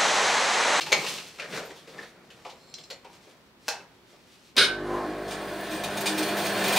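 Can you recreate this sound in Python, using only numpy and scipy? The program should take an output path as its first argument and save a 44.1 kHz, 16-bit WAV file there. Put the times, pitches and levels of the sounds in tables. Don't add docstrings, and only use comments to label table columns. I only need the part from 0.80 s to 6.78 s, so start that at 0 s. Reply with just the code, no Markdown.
import sys
import numpy as np
from scipy import signal
from scipy.fft import rfft, irfft, next_fast_len
from scipy.io import wavfile
from scipy.ndimage import uniform_filter1d

SR = 44100
rng = np.random.default_rng(int(sys.argv[2]) if len(sys.argv) > 2 else 0)


def voltage_ratio(level):
    return 10 ** (np.asarray(level, float) / 20)


def pcm_store(signal):
    levels = np.round(np.clip(np.atleast_2d(signal), -1, 1) * 32767)
    wavfile.write(sys.argv[1], SR, levels.astype(np.int16).T)


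N = 263718
TIME = np.arange(N) / SR


def level(x, db):
    return x * voltage_ratio(db) / np.sqrt(np.mean(x ** 2))


def mean_db(x):
    return 10 * np.log10(np.mean(x ** 2))


def colour(x, table):
    hz, db = np.transpose(table)
    size = next_fast_len(len(x))
    log_hz = np.log(np.maximum(np.arange(size // 2 + 1) * SR / size, 1))
    gain = voltage_ratio(np.interp(log_hz, np.log(hz), db))
    return irfft(rfft(x, size) * gain, size)[:len(x)]


def curves(table):
    return np.interp(TIME, *np.transpose(table))


def walk(rate):
    knots = np.repeat(rng.standard_normal(int(N / SR * rate) + 2), 8)
    smooth = uniform_filter1d(uniform_filter1d(knots, size=8), size=8)
    return 1.69 * np.interp(TIME * rate * 8, np.arange(len(knots)), smooth)


def grit(spread_db, size=N):
    strength_db = spread_db * np.minimum(rng.exponential(size=size), 6)
    return level(rng.standard_normal(size) * voltage_ratio(strength_db), 0)


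def swell(s, db, rise_db_s, fade_db_s):
    return voltage_ratio(db - np.where(TIME < s, rise_db_s, fade_db_s) * np.abs(TIME - s))


def burst(t60, rise_s):
    t = np.arange(SR // 4) / SR
    return (1 - np.exp(-t / rise_s)) * np.exp(-np.log(1000) * t / np.clip(t60, .01, .6))


def add(out, x, s):
    i = int(s * SR)
    out[i:i + len(x)] += x[:N - i]


def ring(x, hz, width_hz):
    r = np.exp(-np.pi * width_hz / SR)
    return signal.lfilter([1 - r, 0, r - 1], [1, -2 * r * np.cos(2 * np.pi * hz / SR), r * r], x)


def steep(x, hz, width_hz):
    y = ring(ring(x, hz, width_hz), hz, width_hz)
    return y / np.abs(y).max()


def body(x, modes):
    return sum((-1) ** k * voltage_ratio(db) * ring(x, hz, width) for k, (hz, width, db) in enumerate(modes))


def restless(x, modes, swing_db, rate):
    return sum(voltage_ratio(db + swing_db * walk(rate)) * ring(x, hz, width) for hz, width, db in modes)


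def sing(lines, swing_db, rate, wander):
    out = np.zeros(N)
    for hz, db in lines:
        phase = 2 * np.pi * (hz * TIME + rng.random()) + wander * walk(rate)
        out += voltage_ratio(db + swing_db * walk(rate)) * np.sin(phase)
    return out


POWER_S, RUN_UP_S = 3.8, 2.275


def speed():
    return np.clip((TIME - POWER_S) / RUN_UP_S, 0, 1)


# (t/s, level/dB)
DRIVE = [(3.86, -40.5), (3.97, -42.5), (4.14, -38.5), (4.31, -39), (4.41, -41), (4.57, -37.5),
         (4.67, -38.5), (4.86, -38), (4.94, -35.5), (5.02, -36.5), (5.24, -34), (5.5, -32), (5.7, -31),
         (5.93, -27), (5.98, -28.5)]
# (f/Hz, width/Hz, level/dB)
CABINET = [(123, 25, -13), (163, 5.1, -17), (351, 40, -3.5), (387, 37, -8), (509, 9.8, -8), (607, 21, -8),
           (658, 9.7, -4), (695, 38, -5), (800, 30, -11.5), (938, 36, -9.5), (1014, 40, -10.5)]
# (f/Hz, level/dB)
RUMBLE = [(24, -61), (40, -40), (144, -12.5), (194, 0), (280, -13), (431, -3.5), (679, -0.5), (1200, -22.5),
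          (1560, -4.5), (2640, -120)]
# (peak t/s, level/dB, fade/dB per s)
DRONE = [(4.02, -39, 196), (4.3, -33, 168), (4.59, -39, 259), (4.77, -36, 147), (4.94, -27.5, 360),
         (5.33, -28.5, 152), (5.41, -25.5, 170), (5.52, -43, 150), (5.69, -39, 68)]
# (f/Hz, width/Hz, level/dB)
WHEELS = [(1308, 43, 7), (1460, 14, 10), (1676, 12, -11), (1806, 32, 2), (2095, 42, 4), (2403, 8.6, 7.5),
          (2940, 30, -13)]
# (f/Hz, level/dB)
ROAR = [(410, -45), (700, -8.5), (1140, -24), (1700, 7.5), (2380, -10), (5000, -14), (6500, -78),
        (11000, -120)]
# (f/Hz, width/Hz, level/dB)
BLADE = [(2417, 47, 3.5), (3377, 56, 2), (3730, 90, -4), (4160, 39, -2), (4460, 28, -7.5), (4910, 28, 1),
         (5400, 45, -10), (5860, 29, -4.5), (6580, 60, -5.5)]
# (f/Hz, width/Hz, level/dB)
GUIDE = [(7400, 83, -14), (8090, 80, -12), (8460, 35, 4), (8800, 79, -8), (9430, 79, -3), (9850, 75, -3.5),
         (10280, 56, -9), (11100, 60, -14), (11600, 90, -11), (12600, 39, -14), (12900, 70, -8),
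         (13800, 87, -12), (15100, 290, -6)]
# (f/Hz, level/dB)
RUB = [(1470, -22.5), (2500, 0), (2660, -1), (5070, -10), (7250, -18), (8660, -12.5), (12200, -20),
       (16000, -16.5)]
# (f/Hz, level/dB)
WHINE = [(2440, -12), (2632, -17.5), (3418, -14.5), (3467, -13.5), (4317, -8), (4931, -15.5), (5755, -22),
         (6530, -18)]
GRAZE_S, GRAZE_DB_S = 4.4, 30
ROAR_DB, ROAR_RISE_DB = -7.5, 1.5
RUB_DB, RUB_RISE_DB, RUB_SHARE = -75, 44.5, 0.52


def drive():
    live = np.clip((TIME - POWER_S) / 0.04, 0, 1) ** 2
    shake_db = curves(DRIVE)
    cabinet = level(restless(grit(2.6), CABINET, 1.3, 12), -4.5) + level(colour(grit(1.6), RUMBLE), -4.5)
    rumble = live * voltage_ratio(shake_db + 1.5) * cabinet
    panel = sing([(313, -2.5)], 1.0, 12, 0.34)
    drone = live * sum(swell(s, db, fade, fade) for s, db, fade in DRONE) * panel
    wheels = level(restless(grit(4.7), WHEELS, 0.53, 7.6), -7.0) + level(colour(grit(4.5), ROAR), -0.62)
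    roar = live * voltage_ratio(shake_db + ROAR_DB + ROAR_RISE_DB * speed()) * wheels
    contact = grit(0.81) * voltage_ratio(1.03 * walk(30))
    blade = level(restless(contact, BLADE, 2.6, 16), -11)
    blade = blade + level(restless(contact, GUIDE, 3.2, 22), -13.5)
    blade = blade + level(colour(contact, RUB), -3)
    blade = blade + voltage_ratio(-6.5) * sing(WHINE, 4.0, 16, 1.2)
    jolts_db = shake_db - uniform_filter1d(shake_db, size=SR // 2)
    rub_db = RUB_DB + RUB_RISE_DB * speed() ** 0.49 + RUB_SHARE * jolts_db
    rub = live * swell(GRAZE_S, 0, GRAZE_DB_S, 0) * voltage_ratio(rub_db) * blade
    return rumble + drone + roar + rub


# (t/s, peak level/dB, scrape t60/s, thin top relative level/dB)
SLAPS = [(4.4794, -38, 0.2, -37), (4.5075, -33, 0.24, -34), (4.808, -43, 0.046, 1),
         (4.91, -36.5, 0.27, -14), (5.0378, -23.5, 0.092, -19), (5.17, -26.5, 0.12, -23),
         (5.209, -25.5, 0.086, -10), (5.2586, -19, 0.18, -32), (5.272, -25, 0.13, -30),
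         (5.3775, -25.5, 0.2, -13), (5.4296, -16.5, 0.035, -33), (5.5693, -29.5, 0.29, -11),
         (5.6607, -20, 0.045, -14), (5.8396, -23, 0.16, -19), (5.8796, -20, 0.08, -11),
         (5.926, -23.5, 0.2, -11), (5.963, -14.5, 0.18, -23)]
# (f/Hz, level/dB)
SLAP = [(470, -36), (800, 8.5), (1030, 7), (1180, -3), (3650, 2.5), (6170, -4.5), (8660, -9),
        (16000, -17.5)]
GUIDE_DB = -4


def slaps():
    force, glance = np.zeros((2, N))
    for s, db, t60, top_db in SLAPS:
        scrape = voltage_ratio(db) * grit(1.1, size=SR // 4) * burst(t60, 0.0037)
        add(force, scrape, s - .003)
        add(glance, scrape * voltage_ratio(top_db), s - .003)
    power_db = mean_db(force)
    thin = ring(ring(glance, 13000, 6000), 13000, 6000)
    thin = thin + voltage_ratio(16.0) * body(glance, GUIDE[6:])
    thin = thin + voltage_ratio(4.5) * ring(glance, 15300, 900)
    ringing = body(force, BLADE) + voltage_ratio(GUIDE_DB) * body(force, GUIDE[:7])
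    return level(ringing, power_db - 6.0) + level(colour(force, SLAP), power_db - 3) + thin


# (t/s, pitch f/Hz, level/dB)
GUARD = [(4.3, 665, -52), (4.4, 668, -46.5), (4.6, 680, -46), (4.8, 682, -42), (5.0, 670, -50),
         (5.15, 672, -47), (5.225, 686, -34.5), (5.32, 685, -49.5), (5.499, 684, -41.5), (5.599, 662, -46),
         (5.7, 660, -38), (5.801, 665, -48), (5.89, 690, -37), (5.98, 660, -38)]


def guard():
    s, hz, db = np.transpose(GUARD)
    fade_in = np.clip((TIME - s[0]) / 0.089 + 1, 0, 1)
    turns = np.cumsum(np.interp(TIME, s, hz)) / SR
    tone = np.sin(2 * np.pi * turns + .4 * walk(20))
    return np.sqrt(2) * fade_in * voltage_ratio(np.interp(TIME, s, db) + 0.83 * walk(27)) * tone


# (multiple of mains, level under strain/dB, further level once strain has passed/dB)
GROWL = [(2.01, -15, 0), (3.025, -9, 0.5), (4.99, -3.5, -6), (5.99, -7, 2.5), (7.04, 4.5, -9.5),
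         (8, -1.5, 2.5), (9.1, -5.5, 2.5), (10.76, -8, -15), (12.01, -7, 5.5), (21.9, -14.5, 9.5),
         (10.05, -11, -6), (25.5, -17, 4)]
# (f/Hz, width/Hz, level/dB)
BUZZ = [(512, 9.1, 1.5), (655, 11, -4), (770, 12, 7), (814, 13, 1), (850, 18, -9), (1020, 36, -2),
        (1064, 34, -3), (1186, 7.6, 0)]
# (f/Hz, level/dB)
SURGE = [(350, -23), (550, -2), (800, 9), (920, 2), (1050, 4), (1400, -2), (2200, -49)]
# (f/Hz, level/dB)
STIR = [(1015, 22), (1064, 24), (5400, -2), (6600, -6), (8100, -5), (8950, -6), (10000, 0)]
MAINS_HZ, DROP_OUT_S = 50.34, 5.1
STRAIN_S, STRAIN_RISE_DB_S, STRAIN_FADE_DB_S = 4.154, 48, 70
GRIP_S, GRIP_FADE_DB_S = 4.25, 350
MAINS_DB, MAINS_SAG_DB, HUM_DB, HUM_RISE_DB = -55.5, -6, -57.5, 18.5
GROWL_DB, GROWL_REST_DB = -42, -49
SURGE_S, SURGE_DB, SURGE_RISE_DB_S, SURGE_FADE_DB_S = 4.2, -38, 73, 23
STIR_S, STIR_DB, STIR_RISE_DB_S, STIR_FADE_DB_S = 4.07, -67, 250, 12


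def windings():
    live = np.clip((TIME - POWER_S) / 0.014, 0, 1)
    strain = swell(STRAIN_S, 0, STRAIN_RISE_DB_S, STRAIN_FADE_DB_S)
    grip = swell(GRIP_S, 0, 0, GRIP_FADE_DB_S)
    turn = 2 * np.pi * MAINS_HZ * TIME

    starting = swell(DROP_OUT_S, 0, 0, 120) * np.clip((TIME - POWER_S) / 0.11, 0, 1) ** 2
    shake = voltage_ratio(MAINS_DB + MAINS_SAG_DB * speed() + 1.5 * walk(11.0)) * starting * (1 + 0.94 * strain)
    hum = voltage_ratio(HUM_DB + HUM_RISE_DB * np.minimum(speed() / 0.91, 1) + 0.47 * walk(6.1))
    hum = live * (hum + swell(POWER_S, -36.0, 0, 360) + swell(5.3, -43.0, 195, 200))
    rest_growl = voltage_ratio(GROWL_REST_DB + 0.23 * (curves(DRIVE) + 35.5) + 1.8 * walk(8))
    growl = live * (voltage_ratio(GROWL_DB) * strain + rest_growl)

    eased = 1 - np.sqrt(strain)
    stack = np.zeros(N)
    for k, db, rest_db in GROWL:
        order_db = db + rest_db * eased + (0.44 + 2.15 * eased) * walk(9)
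        phase = k * turn + 2 * np.pi * rng.random() + .012 * k * walk(11)
        stack += voltage_ratio(order_db) * np.sin(phase)
    strain_db = np.maximum(20 * np.log10(strain) - 3, -25)
    stack = stack + grip * voltage_ratio(strain_db) * level(restless(grit(1.2), BUZZ, 3.0, 14), 3.2)

    stir = swell(STIR_S, STIR_DB, STIR_RISE_DB_S, STIR_FADE_DB_S) * np.sqrt(grip)
    stir = stir * sing(STIR, 2.7, 25, 0.73)
    surge = live * swell(SURGE_S, SURGE_DB, SURGE_RISE_DB_S, SURGE_FADE_DB_S) * grip
    surge = surge * level(colour(grit(2.4), SURGE), 0)
    tones = shake * np.sin(turn) + hum * np.sin(4 * turn + 0.056 * walk(9.1)) + growl * stack
    return np.sqrt(2) * tones + surge + stir


# (f/Hz, level/dB, t60/s)
CONTACTOR = [(2190, 0.5, 0.23), (2720, 1, 0.22), (2920, -2, 0.24), (3650, 8, 0.34), (3750, 2, 0.25),
             (3820, 10, 0.57), (3950, 7.5, 0.13), (3980, 6, 0.38), (4170, -3, 0.27), (4480, 2, 0.22),
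             (4780, -4, 0.12), (5200, 3, 0.12), (6450, -10, 0.21), (8670, -5, 0.33)]
# (f/Hz, level/dB)
CLANK = [(100, -23), (315, -8), (570, -14), (910, -29), (1480, -5), (1870, -15), (3860, -8), (7290, -29),
         (9820, -22), (16000, -59)]
# (f/Hz, level/dB)
LID = [(1417, -13), (1460, -8), (1534, 1.5), (1608, -6), (1655, -10)]
# (t/s, level/dB, fade/dB per s)
LID_BLOWS = [
    (3.779, -39, 104),
    (3.797, -25.5, 400),
    (3.82, -14.5, 700),
    (3.852, -40, 200),
]
# (f/Hz, level/dB)
BOX = [(2171, -8), (2936, -4), (3602, -8), (3770, -7), (3841, -1), (4020, 0), (4194, -5), (4496, -7),
       (6800, -11), (8720, -8)]
BOX_DB, BOX_PEAK_S, BOX_FADE_DB_S = -36, 3.815, 174
TOUCH_S, TOUCH_DB, TOUCH_FADE_DB_S = 3.767, -25.5, 898
SEAT_S, SEAT_DB, SEAT_SAG_DB_S = 3.778, -17.5, 75
SETTLE_S, SETTLE_DB_S = 3.846, 450


def contactor():
    seated = swell(SEAT_S, SEAT_DB, 5000, SEAT_SAG_DB_S) * swell(SETTLE_S, 0, 0, SETTLE_DB_S)
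    bounce = swell(TOUCH_S, TOUCH_DB, 16600, TOUCH_FADE_DB_S) + seated
    chatter = grit(0.58) * voltage_ratio(1.4 * walk(220)) * bounce
    power_db = mean_db(chatter)
    box = level(body(chatter, [(hz, 21.0 / t60, db) for hz, db, t60 in CONTACTOR]), power_db - 2.0)
    clank = level(colour(chatter, CLANK), power_db - 0.5)
    lid = sum(swell(s, db, 1700, fade) for s, db, fade in LID_BLOWS) * sing(LID, 1.0, 50, 0.26)
    box_ring = (TIME > SEAT_S) * swell(BOX_PEAK_S, BOX_DB, 120, BOX_FADE_DB_S) * sing(BOX, 2.1, 45, 0.52)
    return box + clank + lid + box_ring


def snap(events, spectrum, modes, ring_db):
    out = np.zeros(N)
    start_s = max(events[0][0] - .004, 0)
    force = np.zeros(int((events[-1][0] - start_s + .4) * SR))
    for s, db, t60 in events:
        add(force, voltage_ratio(db) * grit(0.89, size=SR // 4) * burst(t60, 0.0002), s - .001 - start_s)
    power_db = mean_db(force)
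    crack = level(colour(force, spectrum), power_db - 8.0)
    add(out, crack + level(body(force, modes), power_db + ring_db), start_s)
    return out


# rattles (t/s, peak level/dB, t60/s), spectrum (f/Hz, level/dB),
# modes (f/Hz, width/Hz, level/dB) and the level of the modes/dB.
CATCH = ([(0.009, -23, 0.052), (.0144, -23, .1)], [(300, -23), (2500, -4.5), (5000, -8), (16000, -28.5)],
          [(2360, 70, 1), (2740, 110, 2), (4200, 67, 0.5), (4730, 70, 0), (5260, 80, -4), (6410, 90, -4)],
          -7.5)
LATCH = ([(0.1195, -12.5, -0.06), (0.1225, -4.5, 0), (0.1275, -2.5, 0.03), (0.1395, -12, -0.12),
          (0.146, -23, -0.33), (0.152, -21, -0.12), (0.163, -29.5, 0.4)], [(150, -31), (545, -1),
          (1790, -7.5), (2400, 1), (3350, -5.5), (4240, -4.5), (11700, -25), (16000, -38)],
          [(566, 120, 0.5), (830, 89, -14), (2210, 240, 2), (4040, 77, -12), (4180, 180, 1), (5480, 83, -1),
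          (6280, 98, -3), (7500, 100, -6)], -8)
HINGE = ([(1.9415, -24.5, 0.019), (1.9514, -39, 0.017), (1.99, -49, .06), (2.0378, -35.5, 0.033)],
          [(880, -54), (1500, -24), (5830, -6), (10800, -37), (11300, -45), (15100, -33), (16000, -66)],
          [(2740, 60, 2), (4100, 71, 18), (4740, 78, 6.8), (5230, 49, 19), (5930, 22, 7.9), (6640, 40, 6),
          (7250, 43, 4), (7600, 40, 3)], -5.5)
FLIP = ([(2.1025, -32, 0.045), (2.108, -32, 0.12)], [(150, -32), (800, -2), (2140, -1), (4300, -2),
         (7200, -13), (12000, -24), (16000, -32)], [(545, 35, 8), (1390, 130, -15), (2130, 50, -8),
         (3200, 70, -3), (4300, 99, 10), (6630, 60, -6), (7100, 90, 2)], -10)
COVER = ([(2.8825, -12, 0.02), (2.8878, -10.5, 0.017), (2.894, -22, 0.08), (2.9, -28, 0.25),
          (2.909, -41, 0.059)], [(150, -21), (800, -7), (1310, -15), (1500, -1), (2020, -6), (5570, -3.5),
          (14800, -30), (16000, -26)], [(455, 73, 1), (800, 170, 8.5), (1612, 86, 0), (2350, 50, -2),
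          (2680, 91, -3), (3360, 92, -25), (4160, 99, -11), (4860, 90, -11), (5630, 88, -21)], -9.5)
CRACK = ([(2.1025, -42, .012), (2.8825, -27, 0.014), (2.8878, -26, .02), (3.766, -26, .02),
          (3.78, -27, .05), (3.82, -39, 0.26)], [(2000, -40), (7000, -8), (11000, -6), (16000, -2)],
          [(9000, 900, 0), (13800, 1200, 3)], -7)


def snaps():
    return sum(snap(*part) for part in (CATCH, LATCH, HINGE, FLIP, COVER, CRACK))


def knock(clack_db, thud_db, tick_db, thud_hz, clack_hz):
    contact = grit(2.9, size=SR // 4)
    slow, quick = contact * burst(0.12, 0.004), contact * burst(0.09, 0.0012)
    thud = steep(slow, thud_hz, 224) + 0.7 * steep(slow, 490, 250) + 0.54 * steep(slow, 904, 220)
    clack = steep(slow, clack_hz, 740) + 1.97 * steep(quick, 1590, 2350)
    tick = steep(quick, 2970, 3300) + 0.12 * steep(quick, 10400, 8000)
    return voltage_ratio(thud_db - 7.0) * thud + voltage_ratio(clack_db - 7.5) * clack + voltage_ratio(tick_db + 2.5) * tick


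# (t/s, clack peak level/dB, thud relative level/dB, thud f/Hz)
DOOR = [
    (0.008, -26, -7.5, 355),
    (0.065, -27.5, -3, 900),
    (0.1395, -27.5, 8, 800),
    (0.1655, -46, -3, 870),
    (0.2384, -30, 6, 1040),
    (0.265, -23.5, -13, 546),
    (0.383, -29, -18, 517),
]
DOOR_CLACK_HZ, DOOR_TICK_DB = 2580, -5
# (t/s, clack peak level/dB, thud relative level/dB, clack f/Hz)
STEPS = [(0.586, -31.5, -6.5, 1340), (0.598, -22, -11.5, 2360), (0.621, -28, -4, 1700),
         (0.643, -32.5, -0.5, 1440), (0.7254, -29, -2, 1750), (0.738, -33, 4, 2230),
         (0.756, -31, -1.5, 1500), (0.7753, -24, -5, 1440), (0.8298, -36, 4, 1530), (0.87, -50.5, 15, 1120),
         (0.905, -38, 5.5, 1870), (1.076, -36.5, -0.5, 1080), (1.1383, -41.5, 2.5, 1110),
         (1.1833, -34, -10, 1730), (1.23, -37, -5, 1790), (1.5035, -41, -8, 2580)]
STEP_THUD_HZ, STEP_SINK_HZ, STEP_TICK_DB = 514, 110, -17
# (t/s, thud peak level/dB, tick relative level/dB, thud f/Hz)
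FINGERS = [(1.6501, -24, -29, 760), (1.6646, -34, -8.5, 830), (1.6986, -46.5, 6, 800),
           (1.7206, -43.5, -14, 530), (1.9838, -44.5, 5, 524), (2.1044, -34.5, 2, 540),
           (2.2469, -33, -21, 800), (2.4703, -40.5, -18, 410), (2.549, -51, -21, 493),
           (3.3292, -46, -20, 410), (3.3894, -60, -19, 380), (3.7574, -31, -36, 536),
           (3.7673, -16, 0.5, 737)]
FINGER_CLACK_HZ, FINGER_CLACK_DB = 2310, -10.5


def knocks():
    out = np.zeros(N)
    for s, db, thud_db, hz in DOOR:
        add(out, knock(db, db + thud_db, db + DOOR_TICK_DB, hz, DOOR_CLACK_HZ), s - .002)
    for s, db, thud_db, hz in STEPS:
        sink = np.sin(np.pi * np.clip((s - .7) / 0.38, 0, 1))
        thud_hz = STEP_THUD_HZ - STEP_SINK_HZ * sink
        add(out, knock(db, db + thud_db, db + STEP_TICK_DB, thud_hz, hz), s - .002)
    for s, db, tick_db, hz in FINGERS:
        add(out, knock(db + FINGER_CLACK_DB, db, db + tick_db, hz, FINGER_CLACK_HZ), s - .002)
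    return out


# (peak t/s, level/dB, f/Hz, t60/s)
SQUEAKS = [
    (.85, -46, 13800, 0.1),
    (1.184, -30, 1753, 0.064),
    (2.245, -59, 8300, .03),
]


def squeak():
    out = np.zeros(N)
    for s, db, hz, t60 in SQUEAKS:
        add(out, voltage_ratio(db) * steep(grit(0, size=SR // 4) * burst(t60, 0.003), hz, 0.088 * hz), s)
    return out


# (peak t/s, soles level/dB, cloth level/dB, fade/dB per s)
SCUFF = [(0.19, -31, -36, 80), (0.29, -45, -31.5, 73.5), (0.764, -32.5, -38.5, 138), (0.91, -58, -50, 255),
         (1.2, -46.5, -58, 51.5), (1.7, -54, -58.5, 21), (2.25, -53, -60.5, 36), (2.47, -63, -59.5, 59),
         (3.0, -44, -63, 147), (3.35, -60, -65.5, 52), (3.58, -67, -56, 49)]
# (f/Hz, level/dB)
SOLES_COLOUR = [(60, -14.5), (114, -13.5), (151, 1.5), (295, -9.5), (361, -1.5), (788, -9.5), (2500, -15),
                (3250, -87)]
# (f/Hz, level/dB)
CLOTH_COLOUR = [(1470, -12.5), (2500, -4.5), (5610, -7.5), (6200, -10.5), (7710, -13), (14700, -24),
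                (16000, -29.5)]
BRUSH_S, BRUSH_DB, BRUSH_RISE_DB_S = 2.875, -46, 314


def scuff():
    low = sum(swell(s, db, fade, fade) for s, db, _, fade in SCUFF)
    high = sum(swell(s, db, fade, fade) for s, _, db, fade in SCUFF)
    high = high + swell(BRUSH_S, BRUSH_DB, BRUSH_RISE_DB_S, 3000)
    soles = level(colour(grit(1.6), SOLES_COLOUR), -5.5) * voltage_ratio(1.6 * walk(18))
    cloth = level(colour(grit(3.8), CLOTH_COLOUR), -6.0) * voltage_ratio(2.0 * walk(26.12))
    return low * soles + high * cloth


# (peak t/s, level/dB, rise/dB per s, fade/dB per s)
RUSTLE = [(0.976, -53.5, 305, 400), (1.03, -63, 100, 91), (1.095, -58, 600, 196), (1.22, -53, 194, 209),
          (1.29, -73, 148, 300), (1.505, -56, 9000, 350), (1.585, -67, 200, 203), (3.15, -67, 60, 60),
          (3.68, -68, 80, 102)]
# (f/Hz, level/dB)
RUSTLE_COLOUR = [(1200, -14), (3500, 3.5), (7000, -8), (11000, -13), (16000, -20)]


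def rustle():
    return sum(swell(*row) for row in RUSTLE) * level(colour(grit(2.4), RUSTLE_COLOUR), 0)


# (peak t/s, level/dB, rise/dB per s, fade/dB per s)
CREAKS = [
    (1.82, -65, 150, 198),
    (1.91, -60, 150, 161),
    (2.0, -57.5, 200, 100),
]
# (f/Hz, width/Hz, level/dB)
CREAK = [(4250, 150, 2), (5160, 140, -2), (7360, 97, -3), (7900, 54, -14)]


def creak():
    force = sum(swell(*row) for row in CREAKS)
    return force * level(restless(grit(3.2), CREAK, 2.2, 39.3), 0)


# (f/Hz, level/dB)
SHOP = [(20, -30.5), (45, -6.5), (263, 0), (301, -6), (363, 1.5), (427, -7), (1160, -12), (1610, -14.5),
        (4250, -23), (16000, -63)]
SHOP_DB = -55.5


def shop_air(db):
    return level(colour(rng.standard_normal(N), SHOP), SHOP_DB + db)


def even(response):
    spectrum = rfft(response)
    power = np.abs(spectrum) ** 2
    ripple = uniform_filter1d(power, size=20) / uniform_filter1d(power, size=300)
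    return irfft(spectrum / np.sqrt(ripple), len(response)) * np.linspace(1, 0, len(response)) ** 2


ROOM_T60_S, BASS_T60_S, ROOM_DB = 0.11, 0.46, -5


def room(x, direct):
    t = np.arange(SR // 2) / SR
    echoes = rng.standard_normal(len(t)) * np.clip((t - .003) / 0.0012, 0, 1)
    tail = ring(echoes, 1500, 11400) * np.exp(-np.log(1000) * t / ROOM_T60_S)
    tail = tail + 0.59 * ring(echoes, 570, 1900) * np.exp(-np.log(1000) * t / BASS_T60_S)
    tail = voltage_ratio(ROOM_DB) * tail / np.sqrt(np.sum(tail ** 2))
    response = even(tail + direct * (t == 0))
    return signal.fftconvolve(x, response)[:N] / np.sqrt(direct + voltage_ratio(2 * ROOM_DB))


# (f/Hz, level/dB)
WIDTH = [(30, -36), (60, -29), (200, -25), (380, -25), (1290, -18), (2380, -13.5), (4400, -11), (8120, -7),
         (12000, -1), (15000, 4.5)]


def scene():
    handled = knocks() + squeak() + scuff() + rustle() + creak() + snaps()
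    no_bass = signal.butter(2, 110, "high", fs=SR, output="sos")
    light = signal.sosfilt(no_bass, handled + contactor())
    dry = light + drive() + guard() + slaps()
    mid = room(dry, 0.96) + windings() + shop_air(-5.0)
    side = colour(room(dry, 0) + shop_air(11.0), WIDTH)
    side = side + 0.11 * ring(handled, 600, 2900)
    return np.array([mid + side, mid - side])


def band_limit(x):
    return signal.sosfilt(signal.butter(12, 16000, fs=SR, output="sos"), x)


def record(dry):
    hiss = voltage_ratio(-76) * np.diff(rng.standard_normal((2, N + 1)))
    soft = np.tanh(1.453 * (dry + hiss)) / 1.335
    top_cut = signal.ellip(10, .2, 60, 15740, fs=SR, output="sos")
    mix = signal.sosfiltfilt(top_cut, soft)
    return band_limit(mix)


dry = scene()
out = record(dry)
pcm_store(out)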